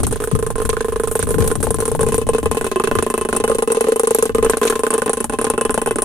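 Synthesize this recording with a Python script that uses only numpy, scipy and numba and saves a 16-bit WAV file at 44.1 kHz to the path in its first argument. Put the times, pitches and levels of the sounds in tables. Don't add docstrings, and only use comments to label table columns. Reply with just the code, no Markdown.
import sys
import numpy as np
from scipy import signal
from scipy.fft import rfft, irfft, next_fast_len
from scipy.io import wavfile
from scipy.ndimage import uniform_filter1d, map_coordinates
from numba import njit

SR = 44100
rng = np.random.default_rng(int(sys.argv[2]) if len(sys.argv) > 2 else 0)


def digitize_waveform(pressure):
    field = np.atleast_2d(pressure).T
    bounded = np.clip(field, -1, 1)
    quanta = np.round(bounded * 32767).astype(np.int16)
    wavfile.write(sys.argv[1], SR, quanta)


N = 266408

# start in seconds, lid level in dB, clink level in dB.
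BLOWS = [(0.002, -42, -27), (0.0322, -20, -15.5), (0.0671, -28, -16), (0.1097, -31, -26),
         (0.1245, -14.5, -22), (0.1578, -21.5, -27), (0.2012, -17, -28), (0.2199, -18, -33),
         (0.2388, -15, -22.5), (0.2734, -16, -25), (0.3132, -17, -25), (0.351, -15, -22),
         (0.3893, -15, -24), (0.4258, -14, -24), (0.4643, -14.5, -21.5), (0.5031, -19.5, -21),
         (0.5557, -18.5, -33), (0.5804, -17.5, -28), (0.6005, -16, -35), (0.6168, -14, -28),
         (0.651, -16.5, -20), (0.6914, -12, -16.5), (0.7293, -14, -29), (0.7674, -11.5, -32),
         (0.806, -12, -28), (0.845, -11.5, -30.5), (0.8831, -13.5, -31), (0.9215, -12.5, -32.5),
         (0.959, -11.5, -31), (0.9976, -12.5, -27), (1.035, -12, -25), (1.0731, -15, -21),
         (1.113, -17.5, -21), (1.1529, -12, -18), (1.1916, -15, -18), (1.2265, -18, -17.5),
         (1.2698, -15, -32), (1.2888, -17, -22), (1.3057, -11, -18), (1.342, -14.5, -29),
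         (1.3827, -8.5, -22), (1.4043, -14, -21.5), (1.4222, -12.5, -26), (1.4415, -14.5, -24),
         (1.462, -16, -41), (1.4755, -16, -16), (1.5015, -22, -34), (1.5139, -10, -20.5),
         (1.554, -23, -17.5), (1.603, -42, -31), (1.6278, -14, -15), (1.6388, -12.5, -19),
         (1.6688, -17.5, -28), (1.7055, -12.5, -14.5), (1.743, -17, -16), (1.7853, -17.5, -31),
         (1.8025, -19, -15.5), (1.8227, -11.5, -30), (1.854, -20, -15.5), (1.8787, -11.5, -19.5),
         (1.9153, -12.5, -22), (1.9494, -18, -24), (1.9923, -11.5, -26), (2.008, -9.5, -16.5),
         (2.0303, -10.5, -19), (2.0644, -9.5, -22), (2.086, -12.5, -17), (2.1208, -11, -19),
         (2.143, -11.5, -13), (2.18, -8, -17), (2.2143, -14, -26), (2.2671, -30, -26), (2.289, -6.5, -17),
         (2.3332, -17, -28), (2.3471, -9.5, -23), (2.3825, -11.5, -22), (2.429, -23, -28),
         (2.4571, -7.5, -19.5), (2.5131, -14.5, -16.5), (2.5465, -38, -26), (2.5701, -12.5, -23),
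         (2.611, -18, -20.5), (2.643, -24, -21), (2.6651, -18, -22.5), (2.7144, -21.5, -29),
         (2.7584, -19, -26.5), (2.798, -14, -22.5), (2.8376, -15, -21), (2.8728, -12.5, -23),
         (2.9128, -15.5, -25.5), (2.9524, -13.5, -22), (2.9867, -14, -23), (3.0247, -17, -15),
         (3.064, -16.5, -24), (3.1006, -19, -18.5), (3.1397, -15.5, -19.5), (3.1775, -15.5, -19.5),
         (3.2116, -14, -21), (3.2497, -18.0, -24), (3.288, -15, -20), (3.3274, -17.5, -23),
         (3.3492, -27, -25), (3.3637, -17, -15.5), (3.4001, -15, -21.5), (3.439, -8.5, -14),
         (3.4773, -12.5, -19.5), (3.4971, -11.5, -22), (3.515, -10.5, -27), (3.5473, -12, -21.5),
         (3.5844, -11, -18), (3.6223, -9, -16.5), (3.675, -10.5, -21), (3.7015, -8, -32),
         (3.719, -11, -12.5), (3.747, -17, -21), (3.7695, -5, -23), (3.8082, -7, -11.5), (3.8416, -12, -27),
         (3.8685, -13.5, -33), (3.8845, -5, -20.5), (3.9202, -9.5, -19), (3.9591, -10, -21),
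         (3.9955, -8.5, -9), (4.0333, -6, -17.5), (4.0718, -7, -12.5), (4.1073, -7.5, -12.5),
         (4.147, -10.5, -7), (4.1855, -11.5, -13), (4.2245, -4.5, -9), (4.2545, -13.5, -15.5),
         (4.2936, -13.5, -37), (4.3474, -6.5, -15.5), (4.383, -9.5, -29), (4.426, -6.5, -21.5),
         (4.4463, -6.5, -13.5), (4.4617, -9, -42), (4.4968, -9, -7), (4.534, -10.5, -36),
         (4.57, -16.5, -14), (4.614, -8, -23), (4.6305, -11, -22), (4.6521, -11, -16), (4.6697, -16, -19.5),
         (4.6989, -9, -12), (4.7244, -16, -33), (4.7544, -11.5, -21), (4.7925, -17, -20.5),
         (4.834, -9.5, -18.5), (4.866, -11.5, -21), (4.9041, -15, -13.5), (4.9289, -14, -56),
         (4.938, -10.5, -13.5), (4.947, -15.5, -60), (4.9794, -11.5, -18), (5.0191, -14, -18.5),
         (5.0599, -13, -19.5), (5.0785, -18, -62), (5.0942, -11.5, -14), (5.1319, -17, -12.5),
         (5.1705, -16, -24), (5.2032, -20.5, -18.5), (5.2424, -30, -14), (5.296, -21.5, -23.5),
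         (5.3234, -28, -31), (5.3349, -17, -26.5), (5.387, -19, -21), (5.4132, -14.5, -15),
         (5.443, -13, -16), (5.4675, -15, -32), (5.5, -13, -11.5), (5.5362, -20, -33), (5.5778, -11.5, -22),
         (5.6111, -11, -14), (5.6505, -11, -17.5), (5.694, -15, -54), (5.7056, -19, -16.5),
         (5.742, -15, -13), (5.7767, -17, -18), (5.816, -14, -17.5), (5.86, -18.5, -20), (5.8724, -13, -23),
         (5.9088, -14.5, -20), (5.958, -42, -18), (5.9849, -17.5, -22), (6.02, -26, -10.5)]
BLOW_S, LID_DB, CLINK_DB = np.transpose(BLOWS)
BLOW_SAMPLES = (BLOW_S * SR).astype(np.int64)
# frequency in Hz, density in dB.
CLINK_COLOUR = [(180, -1.5), (500, 10), (1500, 5), (2600, -25), (3400, -14), (4830, -17), (6000, -4.5),
                (6600, -10.5), (7200, -1.5), (7950, 0), (8800, 10), (10200, 4.5), (11200, 6), (12400, -39),
                (15700, -56)]


def can():
    wall_db, bottom_db, seam_db = body_blows()
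    skips = chatter(t60=0.073, burst_db=4.5)
    body = lid(skips) + cavity(bottom_db, skips) + bottom(bottom_db, skips)
    body += wall(wall_db, skips) + rim()
    bright = seam(seam_db, skips)
    bright += scrape((wall_db + CLINK_DB) / 2 - 16.5, tail_s=0.13, grit_db=5.5, hurry_db=3.5)
    bright += clink(CLINK_DB + 0.5, crack_db=-15.5, tail_db=-24.5, tail_s=0.08, chatter_db=3.5)
    bright += sheet(skips, count=26, t60=0.014) + ping(skips)
    bright = sizzle(bright, hiss_db=-32.5, hiss_s=0.14, patchy_db=4.5)
    body += rattle(wall_db - 11.5, tail_s=0.092, grit_db=1.0)
    return place(body, bright)


def body_blows():
    # time in seconds, wall, bottom and seam in dB.
    presence = [(0, -17, -28, -29), (1, -15.5, -27.5, -24), (1.5, -19, -25, -33), (2.1, -24.5, -21.5, -0.5),
                (2.7, -11.5, -19.5, -6.5), (3.4, -15, -18, -5), (3.9, -19.5, -21.5, -9),
                (4.7, -12, -19.5, -11), (5.4, -14, -19.5, -7.5), (6.04, -11.5, -18.5, -6)]
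    times, *levels = np.transpose(presence)
    wall_db, bottom_db, seam_db = (np.interp(BLOW_S, times, db) for db in levels)
    full_hop_s = 0.093
    shortfall = np.clip(1 - np.diff(BLOW_S, prepend=-full_hop_s) / full_hop_s, 0, 1)
    landing_db = -9.5 * shortfall + 1.5 * rng.standard_normal(len(BLOWS))
    wall_db += landing_db + 0.45 * (LID_DB - LID_DB.mean())
    bottom_db += landing_db - 0.087 * (CLINK_DB - CLINK_DB.mean())
    return wall_db, bottom_db, wall_db + seam_db


def chatter(t60, burst_db):
    mid, side = rng.standard_normal((2, N))
    return fade(0, t60) * undb(burst_db * walk(350)) * (mid + .5 * side * np.array([[1], [-1]]))


def lid(skips):
    # pitch in Hz, level in dB, t60 in seconds, pan in dB, left lead in radians.
    low_modes = [(409.8, -2.5, 0.037, -5, 0.031), (450.4, 7, 0.054, -1, 0.0029), (468, 1, 0.024, 4, 0)]
    upper_modes = [(537, -8.5, 0.037, -1, 0), (803, -18.5, 0.078, 1.5, 0), (1226, -27, 0.075, 9, 0)]
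    # time in seconds, level in dB.
    fader = [(0, -15), (2, -5), (2.5, -13), (3, -28), (3.5, 5.5), (3.9, -1.5), (4.3, -4), (4.7, -6.5),
             (5.3, 6.5), (6.04, -2)]
    clonk = strike(low_modes, LID_DB + 0.5, 0.00074 * skips,
                   scatter_db=1.0, detune=0.0032, spread=0.1, carry=0.19, swing=-2.884)
    overtones = strike(upper_modes, LID_DB, 0.0046 * skips,
                       scatter_db=5.5, detune=0.014, spread=0.24, carry=0.3)
    return clonk + undb(curve(fader)) * overtones


def cavity(blow_db, skips):
    # pitch in Hz, level in dB, t60 in seconds, pan in dB, left lead in radians.
    modes = [(376, -0.5, 0.058, -3, 0.025), (638, -7.5, 0.021, 5, 0.19)]
    # time in seconds, level in dB.
    fader = [(0, 3.5), (1.9, -0.5), (2.4, -8), (2.75, 11.5), (3.3, 7.5), (3.6, -2), (4.2, 0.5), (6.04, 2)]
    return undb(curve(fader)) * strike(modes, blow_db + 3.5, 0.027 * skips,
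                                       scatter_db=2.0, detune=0.018, spread=0.14, carry=0.17)


def bottom(blow_db, skips):
    # pitch in Hz, level in dB, t60 in seconds, pan in dB, left lead in radians.
    modes = [(235.4, -2.5, 0.12, 0, 0), (310.7, 3, 0.033, 0.11, 0), (583, -7, 0.078, 0, 0.14),
             (835, -11.5, 0.079, 0.21, 0.0073)]
    return strike(modes, blow_db + 5.5, 0.0018 * skips,
                  scatter_db=2.0, detune=0.0085, spread=0.041, carry=0.13, swing=-1.81)


def wall(blow_db, skips):
    # pitch in Hz, level in dB, t60 in seconds, pan in dB, left lead in radians.
    ring_modes = [(1039, -1, 0.085, 0.95, 0.082), (1055, -4, 0.07, 0.95, 0.082)]
    clank_modes = [(1228, -4.5, 0.044, -6, -1.7), (1471, -1, 0.019, -13, 1), (1750, -15, 0.011, -11, -2.2)]
    # time in seconds, level in dB.
    fader = [(0, -8.5), (.55, -3.5), (1.1, -5), (1.3, -4.5), (1.6, -1), (2, 5), (2.4, -1), (2.75, -2.5),
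             (3.2, 0), (3.7, -1), (4.1, -6), (4.4, -6.5), (4.8, -3.5), (5.2, -3), (5.6, -4.5), (6.04, -2.5)]
    ring = strike(ring_modes, blow_db, 0.023 * skips,
                  scatter_db=-0.8, detune=0.0016, spread=0.33, carry=0.33, swing=-0.93)
    clank = strike(clank_modes, blow_db - .6, 0.004 * skips,
                   scatter_db=-5.0, detune=0.024, spread=0.3, carry=0.51)
    return undb(curve(fader)) * ring - clank


def rim():
    # pitch in Hz, level in dB, t60 in seconds, pan in dB, left lead in radians.
    modes = [(600, 13.5, 0.0087, 2.5, 0.11), (811, 1.5, 0.033, -3, 0.12), (880, 0, 0.033, 6, 0)]
    # time in seconds, level in dB.
    knocks = [(0.0672, -22), (0.5028, -19), (1.1529, -18), (1.3833, -29), (1.6692, -18), (1.9493, -19),
              (2.2893, -18), (2.4566, -20), (2.799, -16), (3.439, -23), (3.6219, -20), (4.1068, -20),
              (4.1468, -19), (5.0943, -25), (5.2427, -20), (5.7764, -13), (5.8724, -17)]
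    blow_db = np.full(len(BLOWS), -120.)
    for s, db in knocks:
        blow_db[np.argmin(abs(BLOW_S - s))] = db
    return strike(modes, blow_db, np.zeros((2, N)), scatter_db=1.5, detune=0.023, spread=0.12, carry=.3)


def seam(blow_db, skips):
    # pitch in Hz, level in dB, t60 in seconds, pan in dB, left lead in radians.
    modes = [(2022, -9, 0.07, 0, 3.3), (2560, -8, 0.035, 0, 1.2), (2632, -1.5, 0.054, 0, 1.6),
             (3018, -9, 0.09, 0, 2.9)]
    return strike(modes, blow_db - 0.5, 0.029 * skips,
                  scatter_db=-1.0, detune=0.01, spread=1.4, carry=0.24)


def clink(blow_db, crack_db, tail_db, tail_s, chatter_db):
    crack = fade(crack_db + 1.22 * (blow_db + 15), t60=0.022) * stereo_noise(0.79)
    tail = undb(chatter_db * walk(300)) * fade(tail_db + 0.36 * (blow_db + 13.5), tail_s)
    tick = pulses(1.15 * (blow_db + 14) - 8, tau_s=0.00058) * stereo_noise(0.75)
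    return colour(tick + crack + tail * stereo_noise(0.24), CLINK_COLOUR)


def sheet(skips, count, t60):
    pitches = np.linspace(3300, 12200, count) * (1 + .012 * rng.standard_normal(count))
    colour_hz, colour_db = np.transpose(CLINK_COLOUR)
    modes = [(hz, np.interp(np.log(hz), np.log(colour_hz), colour_db), t60, 0, 0) for hz in pitches]
    return strike(modes, CLINK_DB - 14.5, 0.035 * skips,
                  scatter_db=4.0, detune=0.02, spread=1.0, carry=0.29)


def ping(skips):
    # pitch in Hz, level in dB, t60 in seconds.
    modes = [(6630, -13, .03), (8720, 0, .014), (9260, -4, .014), (10200, -1, .012)]
    return strike([(*mode, 0, 0) for mode in modes], CLINK_DB - 10.5, 0.012 * skips,
                  scatter_db=3.0, detune=0.0084, spread=1.0, carry=0.3)


def scrape(blow_db, tail_s, grit_db, hurry_db):
    # time in seconds, level in dB.
    fader = [(0, 7), (.45, -1.5), (.8, 6.5), (1.1, 1), (2, 4), (3, 1.5), (3.7, 3), (4.3, 1.5), (5.4, -1.5),
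             (6.04, -6.5)]
    # time of the blow in seconds, offset from the usual rasp in dB.
    drags = [(1.1916, 11.5), (2.008, -2), (2.7144, 10), (4.6305, 8), (4.6697, 8.5), (5.4132, 4.5),
             (5.443, 5)]
    drag_db = np.interp(BLOW_S, *np.transpose(fader))
    for s, db in drags:
        drag_db[np.argmin(abs(BLOW_S - s))] += db
    gap_s = np.diff(BLOW_S, append=N / SR)
    hurry = np.clip(1 - gap_s / 0.024, -.5, 1)
    envelope = undb(grit_db * walk(150)) * fade(blow_db + drag_db + hurry_db * hurry, tail_s)
    tone = [(900, -40), (1600, 1.5), (3000, 0), (4000, 1), (5200, -6.5), (6500, 1), (9000, -11),
            (13000, -36)]
    return colour(envelope * stereo_noise(0.043), tone)


def sizzle(bright, hiss_db, hiss_s, patchy_db):
    # time in seconds, 10.4-15.5 kHz gain in dB, added top and hiss in dB.
    faders = [(0, 0, 4), (.6, -2.5, -2), (1.1, -25, 7), (1.4, -1, 7.5), (1.7, -6, 1), (2.2, 2, -2),
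              (2.7, 2, 1), (3.4, -0.5, -4), (3.9, -1, -5), (4.2, 3, 0), (4.7, 0.5, 3.5), (5.2, -1.5, -11),
              (6.04, -3, -8)]
    treble_db, top_db = curve(faders)
    envelope = undb(patchy_db * walk(40)) * fade(hiss_db + 0.52 * (CLINK_DB + 17.5), hiss_s)
    hiss = envelope * stereo_noise(0.37)
    top = band(bright, 11370, 13000) + band(hiss, 7400, 13300)
    treble_change = (undb(treble_db) - 1) * band(bright, 10400, 15500)
    return bright + treble_change + undb(top_db) * pan(6) * top


def rattle(blow_db, tail_s, grit_db):
    envelope = undb(grit_db * walk(120)) * fade(blow_db, tail_s)
    tone = [(450, -10.5), (620, 9), (900, -22), (1100, 4), (1450, -2), (1780, 3), (1900, -14),
            (2300, -11.5), (2625, -4), (2850, -8.5), (3400, -6.5), (4200, -30.5)]
    return colour(envelope * stereo_noise(1.0), tone)


def place(body, bright):
    # time in seconds, body pan in dB, bright pan in dB.
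    aim = [(0, -0.5, 0), (1.2, 0.5, -3), (2.1, 3.5, 0), (3, 0.5, 1.5), (3.6, 1.5, -0.5), (4.3, 3, -0.5),
           (5.3, 1, 0), (6.04, 1, 1)]
    # time in seconds, lag of the left port in milliseconds.
    tilt = [(3.35, 0), (3.6, -.18), (4.35, -.16), (4.55, 0)]
    delay_s, lowest_hz = 0.00056, 158
    (body_pan, bright_pan), (lag_ms,) = curve(aim), curve(tilt)
    out = pan(body_pan) * body + pan(bright_pan) * bright
    out[0] = map_coordinates(out[0], [np.arange(N) - lag_ms * SR / 1000], order=3, mode="nearest")
    delayed = np.roll(out, int(delay_s * SR), axis=1)
    return signal.sosfilt(signal.butter(3, lowest_hz, "high", fs=SR, output="sos"), delayed)


def strike(modes, blow_db, drive, scatter_db, detune, spread, carry, swing=np.pi):
    out = np.zeros((2, N))
    chance = rng.standard_normal((len(BLOWS), len(modes), 3))
    for m, (hz, db, t60, pan_db, lead) in enumerate(modes):
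        size = undb(blow_db + db + scatter_db * chance[:, m, 0])
        pitch_hz = hz * (1 + detune * chance[:, m, 1])
        pole = np.exp(2j * np.pi * pitch_hz / SR - np.log(1000) / (t60 * SR))
        for ch, side in enumerate((.5, -.5)):
            phase = swing * m + side * (lead + spread * chance[:, m, 2])
            ring = resonate(BLOW_SAMPLES, size * np.exp(1j * phase), pole, drive[ch], carry)
            out[ch] += undb(side * pan_db) * ring.imag
    return out


@njit
def resonate(starts, kicks, poles, drive, carry):
    out = np.empty(len(drive), np.complex128)
    state, kick, pole, blow = 0j, 0j, 0j, 0
    for i in range(len(drive)):
        if blow < len(starts) and i == starts[blow]:
            kick, pole = kicks[blow], poles[blow]
            state = carry * state + kick
            blow += 1
        state = state * pole + kick * drive[i]
        out[i] = state
    return out


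def wind():
    # time in seconds, deep rumble in dB, upper rumble in dB, pan in dB.
    gusts = [(0.0, -22, -29, -3), (0.03, -26.5, -20.5, 4), (0.3, -37, -39.5, -2), (0.34, -37, -20, 15),
             (0.39, -32, -28.5, 2.0), (0.62, -34, -37, -9), (0.65, -25, -26.5, 8), (0.84, -37, -37.5, -6),
             (0.93, -33, -36, 7), (1.08, -37, -37, -24), (1.18, -41, -36, 1), (1.24, -36, -23, 4),
             (1.29, -32, -26, 1), (1.39, -34, -22.5, 17), (1.5, -25, -25, -1), (1.7, -46, -31.5, 21.5),
             (1.8, -27.5, -28, 8), (1.85, -40, -33, 1), (2.07, -30.5, -24.5, 7), (2.39, -35, -35, -5),
             (2.44, -37, -27, 8), (2.81, -39, -46, -1), (2.99, -35, -28, 10), (3.03, -40, -40.5, 4),
             (3.58, -37.5, -38, -4), (3.7, -47, -48, -5), (4.27, -48, -43, 11), (4.31, -35, -35, -6),
             (4.41, -26, -31.5, 4), (4.46, -37, -39, -18), (4.56, -44.5, -47.5, 0), (5.6, -41, -40, -2),
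             (5.68, -40, -42, 10.5), (6.04, -37, -36, -8)]
    # frequency in Hz, density in dB.
    tone = [(15, 0), (25, -4), (45, -1), (110, -1.5), (180, -6), (340, -15), (600, -33), (1200, -70),
            (3000, -90)]
    deep_db, upper_db, pan_db = curve(gusts)
    out = np.zeros((2, N))
    for ch in range(2):
        rumble = colour(rng.standard_normal(N), tone) * undb(2.1 * walk(24.53))
        deep = signal.sosfilt(signal.butter(2, 90, fs=SR, output="sos"), rumble)
        out[ch] = undb(deep_db + 9.5) * deep + undb(upper_db + 5.5) * (rumble - deep)
    return pan(pan_db) * out


def air(level_db):
    return undb(level_db) * colour(rng.standard_normal((2, N)), [(100, -23), (12000, -25)])


def pulses(blow_db, tau_s):
    hits = np.zeros(N)
    hits[BLOW_SAMPLES] = undb(blow_db)
    return signal.lfilter([1], [1, -np.exp(-1 / (tau_s * SR))], hits)


def fade(blow_db, t60, rise_s=0.0009):
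    rise = np.exp(-1 / (rise_s * SR))
    return signal.lfilter([1 - rise], [1, -rise], pulses(blow_db, t60 / np.log(1000)))


def walk(rate):
    hold = int(SR / rate)
    steps = np.repeat(rng.standard_normal(N // hold + 1), hold)
    return 1.125 * uniform_filter1d(uniform_filter1d(steps, hold), hold)[:N]


def stereo_noise(likeness):
    mid, side = rng.standard_normal((2, N))
    return np.sqrt((1 + likeness) / 2) * mid + np.sqrt((1 - likeness) / 2) * side * np.array([[1], [-1]])


def colour(x, table):
    size = next_fast_len(N + 4096)
    hz, db = np.transpose(table)
    bin_hz = np.arange(size // 2 + 1) * SR / size
    gain = undb(np.interp(np.log(bin_hz + 1), np.log(hz), db))
    return irfft(rfft(x, size) * gain / np.sqrt(np.mean(gain ** 2)), size)[..., :N]


def band(x, lo_hz, hi_hz):
    return signal.sosfilt(signal.butter(3, [lo_hz, hi_hz], "band", fs=SR, output="sos"), x)


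def curve(table):
    times, *columns = np.transpose(table)
    return [np.interp(np.arange(N) / SR, times, column) for column in columns]


def pan(db):
    return undb(np.array([[.5], [-.5]]) * db)


def undb(db):
    return 10 ** (np.asarray(db) / 20)


def scene():
    return can() + wind() + air(level_db=-56)


def record(dry):
    ceiling, top_hz = .86, 16200
    soft = dry / (1 + (dry / ceiling) ** 4) ** .25
    return signal.sosfilt(signal.ellip(10, .2, 80, top_hz, fs=SR, output="sos"), soft)


dry = scene()
out = record(dry)
digitize_waveform(out)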